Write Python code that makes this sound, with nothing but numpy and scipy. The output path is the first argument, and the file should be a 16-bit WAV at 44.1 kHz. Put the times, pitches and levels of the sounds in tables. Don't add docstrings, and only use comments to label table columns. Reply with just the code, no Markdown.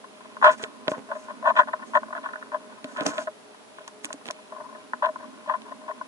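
import sys
import numpy as np
from scipy import signal
from scipy.fft import rfft, irfft
from scipy.io import wavfile
from scipy.ndimage import uniform_filter1d, minimum_filter1d

SR = 44100
rng = np.random.default_rng(int(sys.argv[2]) if len(sys.argv) > 2 else 0)


def undo_db(level):
    steps = np.asarray(level, float) / 20
    return 10 ** steps


def transcribe(signal):
    frames = np.atleast_2d(signal).T
    limited = np.clip(frames, -1, 1)
    pcm = np.round(limited * 32767).astype(np.int16)
    wavfile.write(sys.argv[1], SR, pcm)


N = 267687

# start_s, energy_db, length_ms, low_mode_db
CREAKS = [(0.04, -60, 6.2, -16), (0.247, -65, 12, -2), (0.414, -53.5, 12, -14), (0.427, -40.5, 22, -7),
          (0.453, -34, 43, -8), (0.492, -49, 27, -15), (0.522, -57.5, 25, -6), (0.594, -58, 63, 2),
          (0.942, -58.5, 16.7, 0.5), (1.296, -52.5, 18, -2.5), (1.45, -44.5, 5.8, -8),
          (1.482, -36, 22.4, -2.5), (1.563, -33.5, 41, -11.5), (1.589, -32, 7.1, -12), (1.63, -55, 5.3, -6),
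          (1.676, -51, 15.3, -7), (1.822, -55, 16, -12), (2.155, -55, 31, -1), (2.23, -52, 35.5, -5.5),
          (2.524, -53.5, 18, -1.5), (2.982, -49.5, 42, 4.5), (3.178, -52, 13.7, 4.5), (4.104, -57, 2.1, -2),
          (5.035, -37, 18, -6.5), (5.059, -42, 8.4, -4.5), (5.074, -54.5, 17, 5), (5.474, -48.5, 34, 0.5),
          (5.508, -46, 17.3, -12), (5.549, -50, 5.7, -27), (5.879, -48.5, 24, -2)]
# start_s, energy_db, length_ms, low_mode_db
KNOCKS = [(0.367, -57.5, 1.46, -11), (0.424, -38.5, 4.1, -25), (0.442, -26.5, 3.1, -21),
          (0.881, -49.5, 0.78, 7.5), (0.9165, -54.5, 1.5, 7.5), (1.113, -46, 6.1, -0.5),
          (1.457, -38, 10, -9), (1.471, -33.5, 6, -5), (1.732, -42.5, 5, -6.5), (1.934, -52, 16, -15),
          (1.942, -47, 4.2, -15), (1.951, -34, 9, -7.5), (1.966, -36, 8.2, -1), (2.03, -54.5, 3.9, -4),
          (2.126, -50, 6.8, -9), (2.258, -47.5, 9.6, -29), (2.532, -61, 5.5, 5), (2.543, -43.5, 5.3, -2.5),
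          (2.551, -52, 15, -2.5), (4.387, -69.5, 9.8, -29), (1.672, -58, 5.3, -1), (2.948, -69, 11, 1),
          (2.843, -66, 1.1, 12.5), (3.06, -51, 1.7, 3.5), (3.271, -52.5, 8.9, 5.5), (3.783, -61.5, 4, -4),
          (4.302, -53, 0.4, -1), (4.933, -47.5, 2, -15), (5.022, -40.5, 13.7, -2), (5.156, -51, 5.2, -6),
          (5.494, -39.5, 8.4, -13), (5.537, -42.5, 9, -7.5), (5.717, -54, 7.2, -2.5),
          (5.906, -50.5, 8.8, -12), (6.011, -48.5, 2.9, -12.5)]
# start_s, energy_db, length_ms, low_mode_db, upper_modes_db
SNAPS = [(.439, -42, 2.5, 0.5, -2), (0.453, -32, 6, -6, -1.5), (.465, -33.5, 1.54, -3.5, 0.5),
         (.476, -35.5, 3.9, -2, -7), (.484, -38.5, 4.7, 1, -14), (.496, -49.5, 9.8, -2, 3),
         (0.93, -52, 20, -20, -10), (1.425, -54.5, 6.6, 1, -2), (1.44, -56.5, 8.5, 6, 7.5),
         (1.498, -40, 16, -20, -11), (1.553, -56, 7, 0, 3), (1.599, -33.5, 6.3, -17, -2),
         (1.611, -47.5, 7.4, 3, 5), (2.082, -62, 3.7, 2, -2), (2.104, -60, 3.5, -1.5, -4),
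         (2.15, -59.5, 3.5, 0, 12.5), (2.162, -58, 12, -1, 9), (2.177, -60.5, 3.1, -9, 11.5),
         (2.287, -60.5, 6.3, -6, 6), (2.333, -58, 7.6, -5, 6), (2.356, -61.5, 2.1, -8, 11),
         (2.424, -69, 3.5, -4, 12), (2.467, -68, 4.8, -10, -3), (2.515, -55, 6.3, -15, -1),
         (4.211, -69.5, 9.2, -15, -1), (4.52, -57, 10.5, 0, 3), (4.547, -64, 12, -9, -3),
         (4.561, -60, 6.6, -18, -5), (4.581, -63.5, 4.9, 2.5, 4), (4.598, -62.5, 5.6, 1.5, 0),
         (4.607, -59, 3.1, 2, 5), (4.643, -61, 6.4, -13, -9), (4.653, -60.5, 4.9, -18, -8),
         (4.686, -61, 11, -7, 3), (4.725, -63.5, 4.1, -7, 0), (4.747, -63, 12, 2, 10),
         (5.048, -57, 2.9, 0, -3), (5.088, -51.5, 6.6, 0.5, -2), (5.46, -62, 11, -12, -8),
         (5.558, -55.5, 8.7, -5, -10)]
# start_s, length_s, energy_db, low_mode_db
FIDGETS = [(1.086, .034, -62.5, 4), (1.127, .04, -57, 2.5), (1.282, 0.019, -58.5, -9),
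           (1.792, 0.034, -61, -21), (2.058, .035, -75, 1), (2.304, .02, -61, -4), (2.316, .06, -73, 5),
           (2.411, .008, -68, -20), (2.695, .03, -66.5, -5), (2.774, .01, -68, -18), (3.543, .01, -71, -5),
           (0.205, .01, -64, -10), (2.856, .06, -68.5, 1.5), (2.961, .03, -55.5, -14), (3.03, .035, -71, 4),
           (3.084, .085, -59.5, -1), (3.183, 0.031, -59, 5.5), (3.802, .015, -69, 3),
           (3.875, .01, -61.5, -17), (4.046, .03, -68, -21), (4.124, .01, -62, -18), (4.274, .025, -69, 1),
           (4.531, .13, -64.5, -6.5), (4.706, .13, -73.5, -1), (5.188, .025, -62, -7),
           (5.223, .03, -60.5, -3.5), (5.651, 0.066, -64, -5.5), (5.813, .06, -67.5, 1.5),
           (1.536, .03, -66.5, 7)]
# time_s, upper_modes_db
HAND_PLACE = [(0, -7), (.4, -3), (.64, 7), (1.1, -4), (1.45, -7.5), (1.6, -2), (1.75, -4), (2.1, -4),
              (2.16, -5.5), (2.43, 1.5), (2.54, -7), (2.95, 1.5), (4.3, -3.5), (4.52, -10), (4.8, -11),
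              (4.93, 1.5), (5.02, -7), (6.07, -10.5)]
# start_s, peak_db, centre_hz, edge_modes_db, left_minus_right_db
TICKS = [(0.4454, -22, 5100, 9.5, -2), (0.639, -35.5, 3000, 13.5, -7), (0.8809, -28.5, 3640, 11, 5),
         (0.9173, -33, 2800, -0.5, 5), (2.8433, -29, 3750, -2, 7), (2.971, -41, 7000, 8, 5),
         (3.008, -25.5, 3500, -1.5, 6), (3.057, -43, 9500, -10, -2), (3.0644, -17, 4580, -15, 6),
         (3.0647, -14, 6160, -8, 5), (3.1816, -30.5, 3090, 6.5, -7), (3.878, -29, 6400, -6.5, 6.5),
         (4.046, -19, 10400, -5.5, -19), (4.0542, -23.5, 6950, -9, 6), (4.129, -23, 7340, -6.5, -1),
         (4.2565, -31, 3200, -4, 11), (4.267, -28, 3260, -21, -17), (4.279, -31, 3200, -15, -10),
         (4.287, -37, 4100, 10.5, 5), (4.3089, -21, 5750, -7.5, 2), (5.0594, -35, 3080, 4.5, 9),
         (5.619, -41, 3270, 1, -4), (3.0095, -38, 10000, -20, 2), (3.035, -35, 6500, -8, 0),
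         (3.178, -42, 8500, -20, 0), (0.8806, -41, 6000, -20, 0), (3.082, -32, 6500, -20, 0),
         (3.094, -35, 6200, -20, 0)]
# start_s, peak_db, pitch_hz, shove_db
THUMPS = [(0.503, -43, 240, 7), (0.632, -27.5, 434, -1.5), (0.8779, -30.5, 282, 13.5),
          (0.9135, -32.5, 290, 13.5), (0.978, -32.5, 265, 4), (1.373, -42, 235, -28),
          (1.956, -42, 280, -36), (2.842, -29, 275, -1), (2.993, -48, 280, -8), (3.008, -23.5, 300, 0),
          (3.063, -20.5, 293, -0.5), (3.084, -25.5, 293, -5), (3.186, -35, 285, -1), (3.271, -37, 430, -9),
          (4.044, -34, 297, -2), (4.138, -32.5, 288, -4), (4.252, -41, 232, -11), (4.285, -47.5, 405, 17),
          (4.932, -41.5, 239, -5)]
# start_s, hold_s, grain_db, rumble_db
SCRAPES = [(0.412, 0.075, -56, -47.5), (0.513, 0.019, -47.5, -43.5), (0.583, 0.029, -50.5, -54),
           (0.628, 0.0084, -46, -53), (0.869, 0.005, -62, -44), (0.897, 0.013, -44, -41),
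           (0.97, 0.025, -62, -44), (1.156, 0.11, -59, -65), (1.458, 0.062, -62, -54),
           (1.553, 0.015, -56, -51), (1.579, 0.033, -54, -44), (1.859, 0.059, -58.5, -56.5),
           (1.948, 0.024, -54.5, -51), (2.883, 0.065, -57, -69), (2.972, 0.045, -60, -46),
           (3.024, 0.006, -50, -40), (3.05, 0.016, -56, -42), (3.063, 0.0023, -34.5, -34.5),
           (3.08, 0.023, -46.5, -49), (3.138, 0.042, -50, -47.5), (3.19, 0.05, -48.5, -54),
           (4.039, 0.018, -51, -51), (4.089, 0.055, -59, -53), (4.259, 0.032, -53, -46.5)]
# time_s, level_db
TREMOR = [(0.0, -56), (0.64, -41.5), (1.59, -40.5), (2.03, -38), (2.15, -41), (2.82, -45), (3.09, -29),
          (3.26, -50), (3.5, -61), (4.45, -52.5), (4.65, -43.5), (4.87, -48.5), (5.07, -41.5), (5.78, -43),
          (6.07, -46.5)]

# pitch_hz, width_hz, left_db, right_db, right_lead_rad
LOW_MODE = [(623, 36, 0, -2.5, .2)]
MAIN_MODES = [(848, 150, -25, -19, 4.94), (912, 48, -45, -13.5, 1.35), (1026, 45, 0, -8.7, .41),
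              (1055, 39, -5.2, -13.9, .79)]
UPPER_MODES = [(1285, 69, -12.1, -0.1, 4.53), (1365, 105, -12.5, -9.6, 5.62), (1482, 59, -45.0, 0.0, 3.14),
               (1641, 33, -11.4, -25.4, 1.68), (1723, 64, -4.4, -16.0, 3.02), (1784, 54, -7.4, -11.6, 4.18),
               (1817, 61, -20.5, -10.4, 0.14), (1843, 28, -15.3, -15.4, 2.18)]
EDGE_MODES = [(1948, 240, -30, -4, 2.44), (2138, 300, -30, -4.5, 3.63), (2516, 200, -6, 0, 2.97),
              (2700, 200, -7, -2, 4), (3050, 250, -12, -8, 4), (3375, 200, -10, -9, 3),
              (3874, 150, -12, -12, 3)]
HAND_MODES = [(223.6, 10.8, -32, 5.8, 2.6), (263.7, 29, -0.7, 1.3, 1.62)]
RUMBLE_MODES = [(145, 124, -52, 9.4, -3), (228.8, 13.5, -10, 11.6, 3.5), (266, 170, -11, 4.2, -0.96),
                (448, 220, -4.5, 7.1, -0.5)]
AIR_MODES = [(130, 16, -15, -15, .5), (207, 6, -8, -8, .5), (290, 14, -8, -8, .5), (419, 9, 2, 1, .3),
             (619, 7, 6, 5, .1)]

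# pitch_hz, level_db (per Hz)
HISS_TONE = [(40, -49), (110, -32), (200, -1.5), (500, 0), (1000, -1.5), (2100, -10.5), (4000, -13.5),
             (9300, -19.5), (10300, -14), (11500, -25)]
# pitch_hz, level_db (per Hz)
SKIN_TONE = [(2500, -2), (3600, -4), (4800, -5), (5600, -4), (6300, 0), (7000, -2), (7900, -5),
             (11000, -11)]

SLIPS_PER_S, SLIP_SPREAD_DB = 2600, 2.5
CREAK_SWELL, KNOCK_SWELL, SNAP_SWELL = 0.8, 0.15, 0.55
LOW_LEAD_S = 0.0034
EDGE_DB, FIZZ_DB = -8, 37
EDGE_FULL_MS, EDGE_POWER = 46, 0.62
FIDGET_GAP_S, FIDGET_MS, FIDGET_SCATTER_DB = 0.018, 11.5, -0.5
TICK_FADE_S, TICK_BELOW_DB, TICK_ABOVE_DB = 0.0026, -10, -13
THUMP_LAG_S, THUMP_CYCLES, THUMP_LEAD_RAD = 0.003, 24.4, 0.7
SLIDE_ATTACK_S, SLIDE_RELEASE_S = 0.0044, 0.015
PORT_LAG, OWN_SHARE = 6, 0.6
HISS_DB, HUM_DB, HAND_DB, EDGE_HUM_DB, AIR_DB = -50.5, -10, 5, -62, -54.5
RUMBLE_DB, RUMBLE_SLOPE = -56, 0.7
DUCK_KNEE_DB, DUCK_RELEASE_S, DUCK_DEPTH = 4, 0.038, 0.042
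MIC_LOW_HZ, TOP_HZ = 152, 11000
LIMIT, LIMIT_S = 0.97, 0.0008


def grip():
    low, main, upper, edge = np.zeros((4, N + 4096))
    t = np.arange(4096) / SR
    rows = [(*row, 0, CREAK_SWELL) for row in CREAKS]
    rows += [(*row, 0, KNOCK_SWELL) for row in list(KNOCKS) + fidgets()]
    rows += [(*row, SNAP_SWELL) for row in SNAPS]
    for s, db, ms, low_db, own_db, swell in rows:
        upper_db = np.interp(s, *np.transpose(HAND_PLACE)) + own_db
        when, size, way = rng.random((3, 4096))
        jerks = ((when < SLIPS_PER_S / SR) | (t == 0)) * np.sign(way - 0.5)
        jerks = jerks * undo_db(-SLIP_SPREAD_DB * np.log(size)) * np.exp(-(1000 * t / ms) ** 3)
        jerks = jerks * (1 - swell * np.exp(-1000 * t / (4.5 * ms)))
        span = slice(int(s * SR), int(s * SR) + 4096)
        power = np.abs(rfft(jerks)) ** 2
        floor = 0.35 * power[40:180].mean()
        for force, share_db, bins in (
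                (low, low_db, power[53:63]),
                (main, 0, power[92:101]),
                (upper, upper_db, power[115:170])):
            force[span] += jerks / np.sqrt(max(bins.mean(), floor)) * undo_db(db + share_db)
        reach = min(ms / EDGE_FULL_MS, 1) ** EDGE_POWER
        edge[span] += jerks / np.sqrt(power[200:400].mean()) * undo_db(db + upper_db) * reach
    body = casing(np.roll(low, -int(LOW_LEAD_S * SR)), LOW_MODE, 565, 715)
    body += casing(main, MAIN_MODES, 815, 1330)
    body += casing(upper, UPPER_MODES, 1012, 1950)
    body += undo_db(EDGE_DB) * casing(edge, EDGE_MODES, 1620, 3970)
    rubbing = uniform_filter1d(np.abs(edge), size=300)
    fizz = band(rng.standard_normal((2, len(edge))) * rubbing, 1300, 7700)
    return (body + undo_db(FIZZ_DB) * fizz)[:, :N]


def fidgets():
    rows = []
    for s, length, db, low_db in FIDGETS:
        gap, size, ms, way = rng.random((4, 12))
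        after = FIDGET_GAP_S * (np.cumsum(0.5 + gap) - 0.5 - gap[0])
        size_db = db + FIDGET_SCATTER_DB * 2 * (2 * size - 1)
        length_ms = FIDGET_MS * 2 ** (2 * ms - 1)
        mode_db = low_db + 5 * (2 * way - 1)
        creaks = np.transpose([s + after, size_db, length_ms, mode_db])
        rows += list(creaks[after < length])
    return rows


def ticks():
    rows = np.array(TICKS)
    out = np.zeros((2, N + 512))
    t = np.arange(512) / SR
    for s, db, hz, _, pan_db in rows:
        chance = rng.standard_normal((3, 512))
        crackle = ports(chance[0], chance[1:]) * np.exp(-t / TICK_FADE_S)
        crackle = colour(crackle, [(hz / 4, -30), (hz / 1.6, TICK_BELOW_DB), (hz, 0),
                                   (hz * 1.4, TICK_ABOVE_DB), (hz * 3, -18)])
        sides_db = db + np.array([[0.5], [-0.5]]) * np.clip(pan_db, -5, 5)
        at = int(s * SR)
        out[:, at:at + 512] += crackle / np.abs(crackle).max() * undo_db(sides_db)
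    flicks = np.zeros(N)
    np.add.at(flicks, (rows[:, 0] * SR).astype(int), undo_db(rows[:, 1] + rows[:, 3] - 28))
    return out[:, :N] + casing(flicks, EDGE_MODES, 590, 7200)


def thumps():
    out = np.zeros((2, N + 8192))
    t = np.arange(8192) / SR
    shove = np.sin(2 * np.pi * t / 0.002) * np.exp(-t / 0.00067) * 3.1
    for s, db, hz, shove_db in THUMPS:
        shape = undo_db(-60 * t * hz / THUMP_CYCLES) * (1 - np.exp(-t / 0.0016))
        mode = shape * np.sin(2 * np.pi * hz * t + np.array([[0], [THUMP_LEAD_RAD]]))
        at = int((s + THUMP_LAG_S) * SR)
        out[:, at:at + 8192] += undo_db(db) * (mode + undo_db(shove_db) * shove)
    return band(out[:, :N], 94, 7000)


def scrapes():
    skin = ports(slips(6000, 2), np.array([slips(6000, 2), slips(6000, 2)])) * undo_db(3 * walk(60))
    rumble = band(ring(slips(300, 2.62), RUMBLE_MODES), 172, 2700)
    grain_gain, rumble_gain = slides()
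    return level(colour(skin, SKIN_TONE), 1.2) * grain_gain + level(rumble, 3) * rumble_gain


def slides():
    t = np.arange(N) / SR
    out = np.zeros((2, N))
    for s, hold, grain_db, rumble_db in SCRAPES:
        attack = np.clip((t - s) / SLIDE_ATTACK_S, -40, 0)
        release = np.clip((s + hold - t) / SLIDE_RELEASE_S, -40, 0)
        out += np.outer(undo_db([grain_db, rumble_db]), np.exp(attack + release))
    return out


def casing(force, modes, lo_hz, hi_hz):
    jerk = ring(band(np.eye(1, 8192)[0], lo_hz, hi_hz), modes)
    return ring(band(force, lo_hz, hi_hz), modes) / np.sqrt(np.sum(jerk ** 2) / 2 / SR)


def ring(force, modes):
    out = np.zeros((2, len(force)))
    for hz, width, left_db, right_db, lead in modes:
        pole = np.exp((2j * hz - width) * np.pi / SR)
        z = width * signal.lfilter([1], [1, -pole], force)
        out += [undo_db(left_db) * z.imag, undo_db(right_db) * (z * np.exp(1j * lead)).imag]
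    return out


def slips(rate, spread_db):
    jerks = (rng.random(N) < rate / SR) * rng.choice([-1, 1], N)
    size_db = spread_db * np.minimum(rng.exponential(size=N), 5.5)
    return level(jerks * undo_db(size_db), 0)


def ports(shared, own):
    return np.array([np.roll(shared, PORT_LAG), shared]) + OWN_SHARE * own


def walk(rate):
    k = int(SR / rate)
    held = np.repeat(rng.standard_normal(N // k + 1), k)
    return uniform_filter1d(uniform_filter1d(held, k), k)[:N]


def level(x, db):
    return x * undo_db(db) / np.sqrt(np.mean(x ** 2))


def colour(x, tone):
    hz = np.maximum(np.fft.rfftfreq(x.shape[-1], 1 / SR), 1)
    tone_hz, tone_db = np.transpose(tone)
    return irfft(rfft(x) * undo_db(np.interp(np.log(hz), np.log(tone_hz), tone_db)), x.shape[-1])


def band(x, lo_hz, hi_hz):
    return signal.sosfilt(signal.butter(3, [lo_hz, hi_hz], "band", fs=SR, output="sos"), x)


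def background():
    hiss = level(colour(rng.standard_normal((2, N)), HISS_TONE), HISS_DB)
    air = slips(3000, 3.56) * undo_db(3.5 * walk(14))
    hum = casing(air, LOW_MODE, 380, 1700)
    hum += undo_db(8) * casing(air, MAIN_MODES, 460, 1480)
    hum += undo_db(2.5) * casing(air, UPPER_MODES, 530, 2600)
    hum = level(hum, HUM_DB)
    hand = level(ring(rng.standard_normal(N) * undo_db(2 * walk(19)), HAND_MODES), HAND_DB)
    edge = level(casing(air, EDGE_MODES, 1900, 4500), EDGE_HUM_DB)
    drone = level(ring(rng.standard_normal(N), AIR_MODES), AIR_DB)
    tremor_db = np.interp(np.arange(N) / SR, *np.transpose(TREMOR))
    hand_gain = undo_db(RUMBLE_DB + RUMBLE_SLOPE * (tremor_db + 44))
    return hiss + drone + edge + hum * undo_db(tremor_db) + hand * hand_gain


def scene():
    near = grip() + ticks() + thumps() + scrapes()
    keep = np.exp(-1 / (DUCK_RELEASE_S * SR))
    power = signal.lfilter([1 - keep], [1, -keep], np.mean(near ** 2, axis=0))
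    duck = (1 + power / undo_db(2 * DUCK_KNEE_DB)) ** -DUCK_DEPTH
    return near + background() * duck


def low_pass(x):
    return signal.sosfilt(signal.butter(12, 12110, fs=SR, output="sos"), x)


def record(dry):
    bass_cut = signal.sosfilt(signal.butter(2, MIC_LOW_HZ, "high", fs=SR, output="sos"), dry)
    mix = signal.sosfilt(signal.ellip(8, 0.3, 32, TOP_HZ, fs=SR, output="sos"), bass_cut)
    reach = int(LIMIT_S * SR)
    room = np.minimum(1, LIMIT / (np.abs(mix).max(axis=0) + 1e-9))
    room = minimum_filter1d(room, 2 * reach)
    limited = mix * uniform_filter1d(uniform_filter1d(room, reach), reach)
    return low_pass(limited)


dry = scene()
out = record(dry)
transcribe(out)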